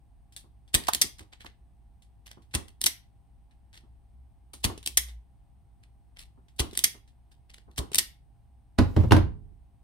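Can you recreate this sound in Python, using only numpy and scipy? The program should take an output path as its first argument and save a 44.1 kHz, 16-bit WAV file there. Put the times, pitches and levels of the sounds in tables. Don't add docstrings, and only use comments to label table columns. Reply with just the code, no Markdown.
import sys
import numpy as np
from scipy import signal
from scipy.fft import rfft, irfft, next_fast_len
from scipy.io import wavfile
from scipy.ndimage import map_coordinates

SR = 44100
rng = np.random.default_rng(int(sys.argv[2]) if len(sys.argv) > 2 else 0)


def generate_wav(sig):
    pcm = np.round(np.clip(np.atleast_2d(sig).T, -1, 1) * 32767).astype(np.int16)
    wavfile.write(sys.argv[1], SR, pcm)


N = 433503
TOP_HZ = 15700
LEAD = round(.012 * SR)
T = (np.arange(SR // 2) - LEAD) / SR
CLICK_TILT_DB = 3

# snap_s, snap_db, crunch_db, jolt_db, crunch_length_s (the crunch comes this long before the snap)
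SQUEEZES = [(0.7482, -5.5, -18, -21, 0.0053), (2.55, -14, -27, -21.5, 0.0066),
            (4.6488, -15, -17.5, -18.5, 0.0062), (6.602, -17, -19.5, -18, .0068),
            (7.789, -26, -24.5, -21, 0.0086)]
# time_s, relative_level_db
CLICKS = [(0.9348, -21.5), (0.9478, -19), (2.815, -24.5), (2.8403, -16.5), (4.8619, -24.5), (4.8745, -23),
          (6.775, -21), (6.7912, -23.5), (7.9463, -20), (7.9564, -19)]
# time_s, relative_level_db, run_up_s
SLAMS = [(1.019, -10, 0.0045), (2.8648, -10, 0.004), (4.9750, -9, 0.0033), (6.8426, -9, 0.00365),
         (7.986, -9.5, 0.003)]
# frequency_hz, relative_density_db_per_hz
JAWS = [(100, -12.5), (700, -12), (1350, -13), (1900, -2), (2400, -4.5), (3300, 1.5), (4500, -2),
        (5600, -4), (7200, -7), (8700, -1.5), (10000, -3.5), (11500, -8.5), (14000, -15), (15300, -14.5)]
# frequency_hz, relative_density_db_per_hz
FLESH = [(30, -21), (70, 7.5), (150, -6.5), (220, -1.5), (340, -0.5), (600, -14.5), (1100, -10.5),
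         (2500, -40), (8000, -61)]
# frequency_hz, relative_density_db_per_hz
BOARD = [(40, -11), (100, -0.5), (160, -0.5), (270, 2), (400, -3.5), (550, -6.5), (680, -10.5),
         (1050, -15.5), (1500, -26.5), (2500, -30), (10000, -50)]


def jaws():
    # time_s, level_db
    slips = [(0.838, -40), (0.871, -38), (0.8837, -31.5), (2.683, -51.5), (4.778, -42), (4.829, -46.5),
             (6.712, -51), (6.732, -43.5), (6.752, -41), (7.918, -43), (7.934, -38.5)]
    bite_lead, bite_db = 1.3, -39.5
    out = np.zeros((2, N))
    for s, snap_db, crunch_db, _, length in SQUEEZES:
        add(out, s - bite_lead * length, amp(bite_db) * click(tilt_db=1.2))
        crunch = contact(JAWS, -0.14, body_db=-3.5, body_t60=0.05, rub_db=-10.0, rub_s=0.0031)
        add(out, s - length, amp(crunch_db + 2.5) * crunch)
        snap = contact(JAWS, 1.0, body_db=-5.5, body_t60=0.039, rub_db=-23.5, rub_s=0.0011)
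        add(out, s, amp(snap_db) * snap)
    for s, db in slips:
        add(out, s, amp(db) * scrape(tilt_db=-1.5, rise_s=0.0012))
    for s, db in CLICKS:
        add(out, s, amp(db) * click(CLICK_TILT_DB))
    return out


def spring():
    # frequency_hz, relative_level_db, t60_s
    steel = [(1720, 5, .22), (1863, 8, .25), (2000, 8, 0.2), (2272, 3, .2), (3170, -1.5, 0.19),
             (3321, 5.5, 0.6), (3838, 0, .3), (4560, 2, .22), (5540, -1, .28), (8490, 5, 0.14)]
    # frequency_hz, relative_density_db_per_hz
    slam_spectrum = [(100, -21.5), (1400, -11.5), (1750, -9), (2100, 0.5), (2500, -6), (3200, 0.5),
                     (4500, -0.5), (6000, 3.5), (7200, -2.5), (8900, 2.5), (11000, -0.5), (13000, -2),
                     (15300, -14)]
    frame_db, grip_t60 = -35.5, 0.21
    rest_hz, sag_hz, sag_s, twang_db, twang_t60 = 1730, 662, .035, -26.5, .15
    rebound_s, rebound_db = .0075, -18.5
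    out = np.zeros((2, N))
    for s, db, run_up in SLAMS:
        chatter = amp(-7.5) * (T < 0) * np.exp(np.minimum(T + run_up, 0) / 0.00015)
        stop = .8 * fade(.006) + amp(-6) * fade(.05)
        blow = colour(grain() * (chatter + stop), uneven(slam_spectrum, depth_db=1))

        roughness = amp(5.5 * wobble(260, len(T)))
        rattle = colour(grain() * fade(0.16) * roughness, slam_spectrum, tilt_db=-1.05)
        frame = amp(frame_db) * fade(grip_t60) * ring(steel, scatter_db=2.5, spread=.9)

        pitch_hz = rest_hz + sag_hz * np.exp(-np.abs(T) / sag_s)
        phase = 2 * np.pi * np.cumsum(pitch_hz) / SR + wobble(100, len(T))
        twang = amp(twang_db) * fade(twang_t60) * np.sin(phase)

        add(out, s, amp(db + 0.5) * (blow + frame + twang + amp(-29.5) * rattle))
        add(out, s + rebound_s, amp(db + rebound_db) * click(CLICK_TILT_DB))
    return out


def hands():
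    # time_s, level_db
    knocks = [(4.777, -41.5), (6.730, -37), (7.917, -35.5)]
    # time_s, level_db
    bumps = [(0.44, -56.5), (1.037, -40.5), (1.205, -47.5), (2.371, -50), (3.836, -59.5), (4.696, -33),
             (6.375, -56.5), (6.944, -49.5), (7.678, -51)]
    # time_s, level_db (before the left/right balance)
    pocks = [(0.8844, -12), (1.445, -42), (4.535, -44)]
    # frequency_hz, relative_density_db_per_hz
    hollow_spectrum = [(200, -18.5), (600, -10.5), (900, 1), (1150, -0.5), (1550, -6), (2100, -21),
                       (10000, -23.5)]
    palm_db, recoil_db = -27, -36
    out = np.zeros((2, N))
    for s, _, _, jolt_db, length in SQUEEZES:
        push = ring([(66, 0, .095), (105, -11, .1)], scatter_db=.5, spread=.3)
        thump = amp(-11.0) * colour(noise(0.17) * fade(0.26), FLESH)
        add(out, s, amp(jolt_db) * (push + thump))
        crunch_thump = colour(noise(0.92) * fade(0.018), FLESH)
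        add(out, s - length, amp(jolt_db - 7.0) * crunch_thump)
    for s, db in CLICKS:
        add(out, s, amp(db + palm_db) * bump())
    for s, db in knocks:
        knock = np.sin(2 * np.pi * 400 * T) + .5 * colour(noise(.5), BOARD)
        add(out, s, amp(db) * fade(.035) * knock)
    for s, db, _ in SLAMS:
        add(out, s, amp(db + recoil_db) * bump())
    for s, db in bumps:
        add(out, s, amp(db) * bump())
    for s, db in pocks:
        shape = fade(.04) * (1 - np.exp(-np.abs(T) / .001))
        hollow = amp([[-3], [2]]) * colour(noise(0.2) * shape, hollow_spectrum)
        soft_bump = amp(-50) * bump()
        add(out, s, amp(db) * hollow + soft_bump)
    return out


def bench():
    # time_s, boom_db, steel_db, contact_s, top_pitch_ratio (at that spot)
    drops = [(8.787, -10.5, -17, .0016, .97), (8.965, -12, -31.5, .0005, 1), (8.988, -16.5, -54, 0.0089, 1),
             (9.036, -14, -48, 0.0043, 1), (9.111, -15.5, -23.5, 0.0016, .92),
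             (9.121, -10.5, -10.5, 0.00072, 1), (9.166, -16, -24, 0.00071, 0.99)]
    # frequency_hz, relative_level_db, t60_s
    top_modes = [(38, -20, .8), (67, -13, 0.6), (90.5, 0.5, 0.3), (116, -3.5, 0.28), (206, -8, .2),
                 (250, -9.5, 0.14), (316, -5.5, 0.18), (397, -16, .15), (590, -16, .15), (775, -21, .13)]
    # frequency_hz, relative_density_db_per_hz
    clack_spectrum = [(500, -1), (850, 8), (1200, 5), (1800, 0.5), (2800, -6.5), (3700, -4.5), (5500, -9.5),
                      (7000, -20), (9500, -13.5), (15000, -31)]
    # frequency_hz, left_minus_right_db
    balance = [(90, -5), (130, -2), (280, 3.5), (480, -2)]
    board_hardness, board_db = 0.38, -2
    clink_s, clink_hz, clink_db, clink_t60 = 9.1095, 2800, -20.5, .025
    boom, clatter = np.zeros((2, 2, N))
    for s, boom_db, steel_db, contact_s, tuning in drops:
        modes = []
        for hz, db, t60 in top_modes:
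            softness_db = 10 * np.log10(1 + (hz * contact_s) ** 4)
            modes.append((hz * tuning, db - softness_db, t60))
        onset = 1 - np.exp(-np.abs(T) / .003)
        add(boom, s, amp(boom_db) * ring(modes, scatter_db=1.5, spread=.45) * onset)

        board = colour(noise(0.4) * fade(0.13), BOARD)
        clack = contact(clack_spectrum, 0, body_db=-2.5, body_t60=0.044, rub_db=-5, rub_s=0.0014)
        clatter_db = boom_db + board_hardness * (steel_db - boom_db) + board_db
        add(clatter, s, amp(clatter_db) * board + amp(steel_db) * clack)
    add(clatter, clink_s, amp(clink_db) * fade(clink_t60) * np.sin(2 * np.pi * clink_hz * T))

    first_s, last_s = drops[0][0], drops[-1][0]
    skid = swell(first_s, last_s - first_s, attack_s=.002, release_s=0.03) * amp(1.5 * wobble(90, N))
    clatter += amp(-52) * colour(noise(0.51, size=N) * skid, BOARD, tilt_db=6.0)
    return pan(boom, balance), pan(clatter, balance)


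def wire():
    # time_s, level_db, brightness_db_per_octave
    scrapes = [(1.194, -42.5, -2), (1.332, -48.5, -7), (1.411, -47, -5), (1.465, -44, -7),
               (2.268, -47.5, -2), (2.279, -52, -4), (2.315, -49.5, -3.5), (3.745, -55, -5),
               (3.757, -51, -3), (3.777, -50.5, -4), (5.837, -61.5, -5), (6.17, -54, -5.5),
               (6.192, -46, -1), (6.213, -46.5, -1.5), (7.322, -58.5, -3), (7.503, -53, -4.5),
               (7.544, -51, -1.5), (7.583, -55, -4.5), (7.715, -65, -2.5)]
    # time_s, level_db, brightness_db_per_octave
    ticks = [(0.324, -54, 0.5), (0.3643, -37.5, 1), (0.678, -59.5, -2), (2.022, -58, 0), (2.421, -61.5, -2),
             (2.511, -59.5, -4), (2.539, -30, -7.5), (3.51, -64.5, -6), (3.73, -51.5, -4), (4.534, -39, 2),
             (4.603, -60, 4), (5.084, -45, -3), (6.484, -61, -4), (6.562, -60, 4), (7.077, -59.5, -3),
             (7.761, -51, 0)]
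    out = np.zeros((2, N))
    for s, db, tilt in scrapes:
        add(out, s, amp(db) * scrape(tilt, rise_s=0.004))
    for s, db, tilt in ticks:
        tick = contact(JAWS, tilt, body_db=-4.5, body_t60=0.14, rub_db=-15.5, rub_s=.001)
        add(out, s, amp(db) * tick)
    return out


def workshop():
    # frequency_hz, level_db_rms
    whine = [(60, -60.5), (700, -85), (801, -83)]
    # full_from_s, hold_s, level_db_rms
    drones = [(3.976, 0.65, -54.5), (4.99, 0.18, -43)]
    # frequency_hz, relative_density_db_per_hz
    air = [(20, -8), (40, -1), (58, -2), (85, -11.5), (115, -7), (150, -16.5), (280, -24.5), (500, -38),
           (850, -31), (1300, -44.5), (3000, -48.5), (7400, -58.5), (8700, -45), (10500, -57.5)]
    t = np.arange(N) / SR

    def tone(hz):
        return np.sqrt(2) * np.sin(2 * np.pi * hz * t + 1.3 * wobble(8.4, N))

    drone = sum(amp(db) * swell(s, hold, attack_s=0.091, release_s=0.034) for s, hold, db in drones)
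    hum = sum(amp(db) * tone(hz) for hz, db in whine) + drone * tone(61)
    return hum + amp(-57) * colour(noise(0.4, size=N), air)


def room(x):
    # frequency_hz, t60_s
    decay = [(60, 0.84), (300, 0.27), (1000, 0.3), (3000, 0.28), (8000, 0.21), (15000, 0.22)]
    out = np.zeros((2, N + SR))
    step = SR // 3
    for start in range(0, N, step):
        hz, t, z = signal.stft(rng.standard_normal((2, SR // 2)), SR, nperseg=256)
        falling = amp(-60 * t / along(decay, hz)[:, None])
        build_up = 1 - np.exp(-t / 0.00076)
        tail = signal.istft(z * falling * build_up, SR, nperseg=256)[1]
        wet = signal.fftconvolve(x[:, start:start + step], tail / np.linalg.norm(tail[0]), axes=1)
        out[:, start:start + wet.shape[1]] += wet
    return out[:, :N]


def contact(spectrum, tilt_db, body_db, body_t60, rub_db, rub_s, crack_t60=0.00099):
    rub = (T < 0) * amp(rub_db) * np.exp(-np.abs(T) / rub_s)
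    shape = rub + fade(crack_t60) + amp(body_db) * fade(body_t60)
    return colour(grain() * shape, uneven(spectrum, depth_db=1.6), tilt_db)


def click(tilt_db):
    hit = contact(JAWS, tilt_db, body_db=-14, body_t60=.06, rub_db=-14, rub_s=.002, crack_t60=.007)
    return amp(5) * hit


def scrape(tilt_db, rise_s):
    shape = (T < 0) * np.exp(-np.abs(T) / rise_s) + fade(0.012) + amp(-7.5) * fade(0.13)
    grit = amp(4 * wobble(420, len(T)))
    return colour(grain() * grit * shape, uneven(JAWS, depth_db=2), tilt_db)


def bump():
    return colour(noise(0.6) * fade(0.18), FLESH)


def ring(modes, scatter_db, spread):
    out = np.zeros((2, len(T)))
    sides = np.array([[1], [-1]])
    for hz, db, t60 in modes:
        strength, gap = rng.standard_normal(2)
        wave = np.sin(2 * np.pi * hz * T + sides * spread * gap)
        out += amp(db + scatter_db * strength) * fade(t60) * wave
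    return out


def grain():
    return noise(.55) * amp(2 * wobble(1400, len(T)))


def uneven(spectrum, depth_db):
    hz = np.geomspace(100, 16000, num=60)
    return np.column_stack([hz, along(spectrum, hz) + depth_db * rng.standard_normal(len(hz))])


def noise(alike, size=len(T)):
    share = np.clip(alike, 0, 1)
    common = np.sqrt(share) * rng.standard_normal(size)
    return common + np.sqrt(1 - share) * rng.standard_normal((2, size))


def colour(x, spectrum, tilt_db=0):
    m = 2 * next_fast_len(x.shape[-1] // 2 + 2048)
    hz = np.fft.rfftfreq(m, 1 / SR)
    gain = amp(along(spectrum, hz) + tilt_db * np.log2(np.clip(hz, 1500, 11000)))
    power = np.mean(gain ** 2 * (hz < TOP_HZ))
    cepstrum = irfft(np.log(gain / np.sqrt(power)))
    cepstrum[1:m // 2] *= 2
    cepstrum[m // 2 + 1:] = 0
    return irfft(rfft(x, m) * np.exp(rfft(cepstrum)))[:, :x.shape[-1]]


def wobble(rate, size):
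    knots = rng.standard_normal(int(size * rate / SR) + 4)
    return map_coordinates(knots, [np.arange(size) * rate / SR])


def fade(t60):
    return (T >= 0) * amp(-60 * np.abs(T) / t60)


def swell(start_s, hold_s, attack_s, release_s):
    t = np.arange(N) / SR - start_s
    return np.exp(np.minimum(t, 0) / attack_s - np.maximum(t - hold_s, 0) / release_s)


def amp(db):
    return 10 ** (np.asarray(db) / 20)


def along(points, hz):
    f, v = np.transpose(points)
    return np.interp(np.log(hz + 1), np.log(f), v)


def add(track, s, sound):
    start = round(s * SR) - LEAD
    track[:, start:start + sound.shape[-1]] += sound[..., :N - start]


def offset(pair):
    return np.array([pair[0], np.roll(pair[1], 10)])


def pan(pair, balance):
    lean_db = along(balance, np.fft.rfftfreq(N, 1 / SR)) / 2
    return irfft(rfft(pair) * amp([lean_db, -lean_db]), N)


def scene():
    tool = offset(jaws() + spring() + wire())
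    boom, clatter = bench()
    thuds = offset(hands()) + boom
    room_send = amp(-12.0) * tool + amp(-6.0) * clatter + amp(-18.5) * thuds
    return tool + clatter + thuds + room(room_send) + workshop()


def record(dry):
    bass_cut = signal.butter(3, 34, "high", fs=SR, output="sos")
    wave = np.clip(signal.sosfilt(bass_cut, dry), -1, 1)
    m = next_fast_len(N + SR // 2)
    hz = np.fft.rfftfreq(m, 1 / SR)
    band_limit = 1 / np.sqrt(1 + (hz / TOP_HZ) ** 120)
    return irfft(rfft(wave, m) * band_limit, m)[:, :N]


dry = scene()
out = record(dry)
generate_wav(out)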